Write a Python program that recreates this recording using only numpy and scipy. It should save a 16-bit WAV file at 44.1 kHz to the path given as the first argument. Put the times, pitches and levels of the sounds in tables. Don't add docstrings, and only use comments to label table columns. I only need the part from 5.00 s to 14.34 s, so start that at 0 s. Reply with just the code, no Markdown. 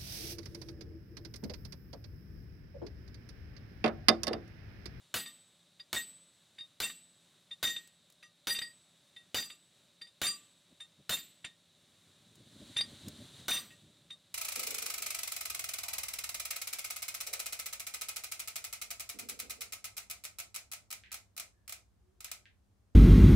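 import sys
import numpy as np
from scipy import signal
from scipy.fft import rfft, irfft, next_fast_len
from scipy.io import wavfile
from scipy.ndimage import uniform_filter1d, minimum_filter1d

SR = 44100
rng = np.random.default_rng(int(sys.argv[2]) if len(sys.argv) > 2 else 0)


def wav_out(sig):
    wavfile.write(sys.argv[1], SR, np.round(np.clip(np.atleast_2d(sig).T, -1, 1) * 32767).astype(np.int16))


N = 411894

# (t/s, impact reference level/dB, crash t60/s, bar ring reference level/dB, main mode boost/dB,
#  upper mode boost/dB, long ring level/dB, rebound delay/s)
BLOWS = [(0.141, -20.5, 0.17, -37, -3, 1, -42, .009), (0.929, -22.5, 0.17, -38, 3, -3.5, -38, .033),
         (1.802, -24.5, 0.2, -33, -5.5, -2, -42, .023), (2.628, -21, 0.17, -26, 5, -3, -47, .009),
         (3.471, -22.5, 0.15, -30, 2, 6, -41.5, .022), (4.345, -24.5, 0.23, -34, -1.5, 3, -47.5, .022),
         (5.216, -22, 0.19, -28, -5, -8, -47, .014), (6.094, -21.5, 0.21, -35, 3, -4, -49.5, .025),
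         (8.482, -20, 0.34, -27.5, 5, -1.5, -51, .03)]
# (f/Hz, relative level/dB)
CRASH = [(30, -40), (80, -1.5), (220, 1.5), (450, -1), (900, -2.5), (1500, 1.5), (2500, -1.5), (3800, 5),
         (5500, -2.5), (8500, -6), (11000, -8), (15500, -6.5)]
# (f/Hz, relative level/dB)
YARD = [(50, -28), (200, 10), (500, -4.5), (1000, -10.5), (2200, 0.5), (3800, 7.5), (5500, -8.5),
        (9000, -5.5), (14000, -31)]
# (f/Hz, side minus mid level/dB)
WIDTH = [(60, -42), (200, -41), (500, -40), (1300, -21.5), (2400, -17.5), (4400, -24), (8000, -10.5),
         (14000, -4.5)]
# (f/Hz, side minus mid level/dB)
AIR_WIDTH = [(60, -38), (150, -55), (400, -34), (1300, -24), (4400, -18.5), (8000, -2.5), (15000, -8.5)]
MAIN_HZ, UPPER_HZ = 3655, 4762


def from_db(db):
    return 10 ** (np.asarray(db) / 20)


def rms_one(x):
    return x / np.sqrt(np.mean(x ** 2) + 1e-20)


def at_hz(points, hz):
    points_hz, points_db = np.array(points).T
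    return np.interp(np.log(hz + 1e-9), np.log(points_hz), points_db)


def add(track, s, sound):
    i = int(s * SR)
    track[..., i:i + sound.shape[-1]] += sound[..., :N - i]


def fade(t60):
    return from_db(-60 * np.arange(int(1.3 * t60 * SR) + 2) / (t60 * SR))


def bursts(rows):
    power = np.zeros(N)
    for s, db, t60 in rows:
        add(power, s, (from_db(db) * fade(t60)) ** 2)
    return np.sqrt(power)


def noise(spectrum, width=WIDTH):
    size = next_fast_len(N)
    hz = np.arange(size // 2 + 1) * SR / size
    mid, side = rfft(rng.standard_normal((2, size))) * from_db(at_hz(spectrum, hz))
    side = side * from_db(at_hz(width, hz))
    return rms_one(irfft([mid + side, mid - side], size)[:, :N])


def drift(rate):
    knots = rng.standard_normal(N // 100)
    return np.interp(np.arange(N) / SR * rate, np.arange(len(knots)), knots)


def mode(hz, t60, push, split_hz, twin_db, side_db, bend_hz=0, settle_s=0.0267):
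    pole = from_db(-60 / (t60 * SR)) * np.exp(2j * np.pi * hz / SR)
    swing = signal.lfilter([1], [1, -pole], np.pad(push, (0, len(fade(t60)))))
    swing = swing / np.abs(swing).max()
    t = np.arange(len(swing)) / SR
    beat = split_hz * rng.uniform(0.62, 1.495) * t + rng.random()
    twin = from_db(twin_db) * np.exp(2j * np.pi * beat)
    bend = bend_hz * settle_s * np.exp(-t / settle_s)
    swing = swing * (1 + twin) * np.exp(2j * np.pi * bend)
    lead = np.arctan(from_db(at_hz(WIDTH, hz) + side_db)) * rng.choice([-1, 1])
    return np.imag(swing * np.exp(1j * lead * np.array([[1], [-1]])))


def background():
    # (f/Hz, relative level/dB)
    air_colour = [(18, -60), (30, -35), (118, -4), (404, -12), (449, -18.5), (584, -11.5), (649, -17.5),
                  (780, -14.5), (844, -18.5), (1040, -16), (2480, -16.5), (3870, -11), (5040, -20),
                  (8300, -17), (16000, -35.5)]
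    # (f/Hz, width/Hz, level/dB)
    hum_bands = [(170.7, 8.3, -80), (588, 51, -84), (3755, 290, -73.5)]
    swell = from_db(1.4 * drift(rate=4.8))
    out = from_db(-70.5) * noise(air_colour, AIR_WIDTH) * swell
    for hz, width_hz, db in hum_bands:
        b, a = signal.iirpeak(hz, hz / width_hz, fs=SR)
        out = out + from_db(db) * rms_one(signal.lfilter(b, a, rng.standard_normal(N)))
    return out


def rattle(length_s, count=12):
    push, when = np.zeros(int(length_s * SR) + 2), rng.random(count)
    push[(when * (len(push) - 1)).astype(int)] = rng.uniform(0.21, 1, count)
    push[0] = 0.69
    return push


def bar_ring(db, tilt_db, main_db, upper_db, rattle_s, damping, detune, scatter_db=5.0):
    # (f/Hz before detuning), (relative level/dB), (t60/s before division by damping)
    bar_hz = [1182, 1874, 2720, 3657, 4762, 5956, 7256, 8638, 10154, 11708, 13320, 15100]
    bar_db = [-22.5, -6.5, -14.5, 2.5, -7.5, -13.5, -14.5, -13.5, -13, -27, -23, -35]
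    bar_t60 = [0.29, 0.21, 0.24, 0.13, 0.17, 0.17, 0.19, 0.18, 0.13, 0.24, 0.043, 0.073]
    out, push = np.zeros((2, SR)), rattle(rattle_s)
    for hz, mode_db, t60 in zip(bar_hz, bar_db, bar_t60):
        is_main, is_upper = np.abs(np.log2(hz / np.array([MAIN_HZ, UPPER_HZ]))) < 1 / 10
        level_db = db + mode_db + tilt_db * np.log2(hz / MAIN_HZ)
        level_db = level_db + main_db * is_main + upper_db * is_upper
        ring = mode(hz + detune * rng.normal(), t60 / damping, push, split_hz=24.0,
                    twin_db=-14 if is_main else -6, side_db=-10 if is_main else 0,
                    bend_hz=30 * rng.normal())
        level_db = level_db + scatter_db * (not is_main) * rng.normal()
        add(out, 0, from_db(level_db) * ring[:, :SR])
    return out


def clang(count=110, t60=0.088, level_db=-21):
    out, decay = np.zeros((2, N)), fade(t60)
    hz = np.geomspace(700, 15000, count) * rng.uniform(0.94, 1.015, count)
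    swings = np.exp(2j * np.pi * np.outer(hz, np.arange(len(decay))) / SR) * decay
    sizes = from_db(at_hz(CRASH, hz) + level_db) * np.sqrt(hz / MAIN_HZ)
    for s, crash_db, *rest in BLOWS:
        phases = np.exp(2j * np.pi * rng.random((2, count)))
        mid, side = rng.standard_normal((2, count)) * phases * sizes
        side = side * from_db(at_hz(WIDTH, hz))
        add(out, s, from_db(crash_db) * np.imag(np.array([mid + side, mid - side]) @ swings))
    return out


def sledge():
    # (f/Hz, relative level/dB)
    thud_colour = [(25, -21), (65, 1.5), (150, -4), (220, 0.5), (320, -5.5), (600, -1.5), (1000, -7.5),
                   (1450, 1), (2600, -9), (6000, -44)]
    # (f/Hz before detuning), (relative level/dB), (t60/s)
    head_hz = [1508, 2218, 2947, 4174, 4504, 6503, 6926, 12068, 13011, 13797]
    head_db = [8, 1, 16, -1.5, -6, 0.5, 3, 3, -4.5, -5]
    head_t60 = [0.06, 0.16, 0.059, 0.26, 0.3, 0.2, 0.1, 0.31, 0.16, 0.16]
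    long_ring_hz, long_ring_t60 = 7985, 0.75
    thud_db, head_ring_db = -8.5, -19
    brightness_db_per_octave = 4.5
    rings = clang()
    for s, crash_db, crash_t60, bar_db, main_db, upper_db, long_db, rebound_s in BLOWS:
        bar = bar_ring(bar_db, brightness_db_per_octave, main_db, upper_db,
                       rattle_s=.025, damping=0.63, detune=6.4)
        add(rings, s, bar)
        long_ring = mode(long_ring_hz, long_ring_t60, [1.], split_hz=11.3, twin_db=-9.5, side_db=-26)
        add(rings, s, from_db(long_db) * long_ring)
        for hz, mode_db, t60 in zip(head_hz, head_db, head_t60):
            level_db = crash_db + head_ring_db + mode_db + 2.8 * rng.normal()
            head = mode(hz + 7 * rng.normal(), t60, [1.], split_hz=15.2, twin_db=-4, side_db=-15.0)
            add(rings, s, from_db(level_db) * head)
    crack = bursts([(s, db + 4.0, .03) for s, db, *rest in BLOWS])
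    grit = from_db(3.0 * drift(rate=590))
    crash = bursts([(s, db - 7.5, t60) for s, db, t60, *rest in BLOWS]) * grit
    thud = bursts([(s + 0.0036, db + thud_db, .12) for s, db, *rest in BLOWS])
    wash = bursts([(s + 0.03, db - 27, .6) for s, db, *rest in BLOWS])
    return rings + (crack + crash) * noise(CRASH) + thud * noise(thud_colour) + wash * noise(YARD)


def rebounds(count=2):
    rebound_db, rebound_main_db = -1, 4.5
    chatter_gap_s, chatter_loss_db, free_s = .045, 10, 0.037
    rows = []
    for s, crash_db, crash_t60, bar_db, main_db, upper_db, long_db, rebound_s in BLOWS:
        gap_s = chatter_gap_s * rng.uniform(.8, 1.3)
        for k in range(count):
            fall_db = bar_db + rebound_db - k * chatter_loss_db
            fall_main_db = main_db + rebound_main_db * (k == 0)
            rows.append((s + rebound_s + k * gap_s, fall_db, fall_main_db, upper_db, free_s))
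    return rows


def touches(rows, rattle_s, clack_db, choke_db_per_s=600, soft_s=0.0041):
    # (f/Hz, relative level/dB)
    clack_colour = [(30, -17), (120, -0.5), (500, -6.5), (1100, -7), (2000, 7.5), (3800, 4.5), (5500, -19),
                    (10000, -32), (15000, -38)]
    firm_db = -41
    brightening = 0.21
    rings, t = np.zeros((2, N)), np.arange(SR) / SR
    for s, db, main_db, upper_db, free_s in rows:
        choke = from_db(-choke_db_per_s * np.maximum(t - free_s, 0))
        soft_onset = np.minimum(t / soft_s, 1)
        ring = bar_ring(db, brightening * (db - firm_db), main_db, upper_db,
                        rattle_s, damping=0.86, detune=16.0)
        add(rings, s, choke * soft_onset * ring)
    clacks = bursts([(s, db + clack_db, .07) for s, db, *rest in rows])
    clacks = uniform_filter1d(clacks, int(soft_s * SR) + 1)
    wash = bursts([(s + 0.014, db + clack_db - 15.5, .18) for s, db, *rest in rows])
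    return rings + clacks * noise(clack_colour) + wash * noise(YARD)


def flakes():
    # (t/s, level/dB)
    ticks = [(2.874, -54), (3.101, -58), (3.124, -60), (7.355, -58), (8.083, -40)]
    return bursts([(s, db, .03) for s, db in ticks]) * noise([(2500, -8), (7000, 2), (15000, -5.5)])


def wind():
    # (t/s, peak level/dB)
    eddy_peaks = [(5.722, -61.5), (6.001, -60.5), (7.626, -54), (8.077, -45), (8.217, -55.5)]
    # (f/Hz, relative level/dB)
    rumble_colour = [(18, -50), (30, -27), (103, 2), (245, -1.5), (420, -11), (506, -17.5), (581, -9.5),
                     (854, -38), (1200, -41), (1560, -61), (2640, -120)]
    # (f/Hz, relative level/dB)
    hiss_colour = [(410, -23), (700, -11), (863, -13.5), (1660, -10), (2530, -13), (3840, 1), (5060, -14),
                   (8650, -12), (15000, -30), (16000, -31)]
    full_s, hold_s, rise_db_per_s, fall_db_per_s = 7.687, 0.7, 37.5, 29
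    hiss_db, rumble_db = -57.5, -60
    rumble_follows = 0.69
    clock = np.arange(N) / SR
    t = clock - full_s
    gust_db = -rise_db_per_s * np.maximum(-t, 0) - fall_db_per_s * np.maximum(t - hold_s, 0)
    lumps = from_db(3.8 * drift(rate=51))
    rumble = from_db(rumble_db + rumble_follows * gust_db) * lumps
    eddies = sum(from_db(db) / (1 + ((clock - at) / 0.011) ** 2) for at, db in eddy_peaks)
    flutter = from_db(.9 * drift(rate=40))
    hiss = from_db(hiss_db + gust_db) * flutter
    return (rumble + eddies) * noise(rumble_colour, AIR_WIDTH) + hiss * noise(hiss_colour, AIR_WIDTH)


def scene():
    # (t/s, ring reference level/dB, main mode boost/dB, upper mode boost/dB, free ringing/s)
    contacts = [(.258, -48, 8.5, 7, 0.058), (.796, -54, 7, 6, 0.018), (1.583, -51, 7, 6, 0.025),
                (1.605, -56, 15.5, 4, .05), (1.897, -44, 4.5, -4, 0.0033), (2.509, -52, 15.5, 3, 0.026),
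                (2.762, -42.5, 10, 2, 0.024), (3.227, -51.5, -5, 0, 0.069), (3.564, -45, 2, -6, .01),
                (3.587, -40.5, 11, -11, .004), (3.616, -38, 0, 12.5, 0.11), (4.162, -54.5, 7, 0, 0.081),
                (4.5, -47, 5, 1, 0.064), (5.013, -49.5, 1.5, 13, 0.042), (5.068, -62, 4, 8, 0.037),
                (5.266, -32.5, -22, 11.5, .1), (5.802, -50, 7, -8, 0.052), (6.445, -36, -7, -8, 0.0013),
                (6.457, -56, 7, -6, 0.1), (7.765, -34, 11, 0, 0.02), (7.786, -36.5, 12.5, 2.5, 0.076),
                (7.808, -33, 8, 5, 0.008), (8.705, -53.5, -14, -11, 0.053), (9.103, -49.5, 9.5, -6, 0.041)]
    top_tool = touches(rebounds(), rattle_s=.02, clack_db=-.5)
    top_tool = top_tool + touches(contacts, rattle_s=.007, clack_db=-1.5)
    return background() + sledge() + top_tool + flakes() + wind()


def limiter(x, ceiling_db, release_db_per_s):
    over = np.maximum(20 * np.log10(np.abs(x).max(axis=0) + 1e-9) - ceiling_db, 0)
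    ramp = release_db_per_s * np.arange(N) / SR
    gain_db = ramp - np.maximum.accumulate(over + ramp)
    early_db = minimum_filter1d(gain_db, size=32)
    return x * from_db(uniform_filter1d(early_db, size=32))


def record(dry, overload_db=-9.5):
    top = from_db(overload_db)
    overloaded = top * np.tanh(dry / top)
    held = limiter(overloaded, ceiling_db=-22.5, release_db_per_s=287)
    low_pass = signal.ellip(10, .1, 80, 15900, fs=SR, output="sos")
    return signal.sosfilt(low_pass, held)


dry = scene()
out = record(dry)
wav_out(out)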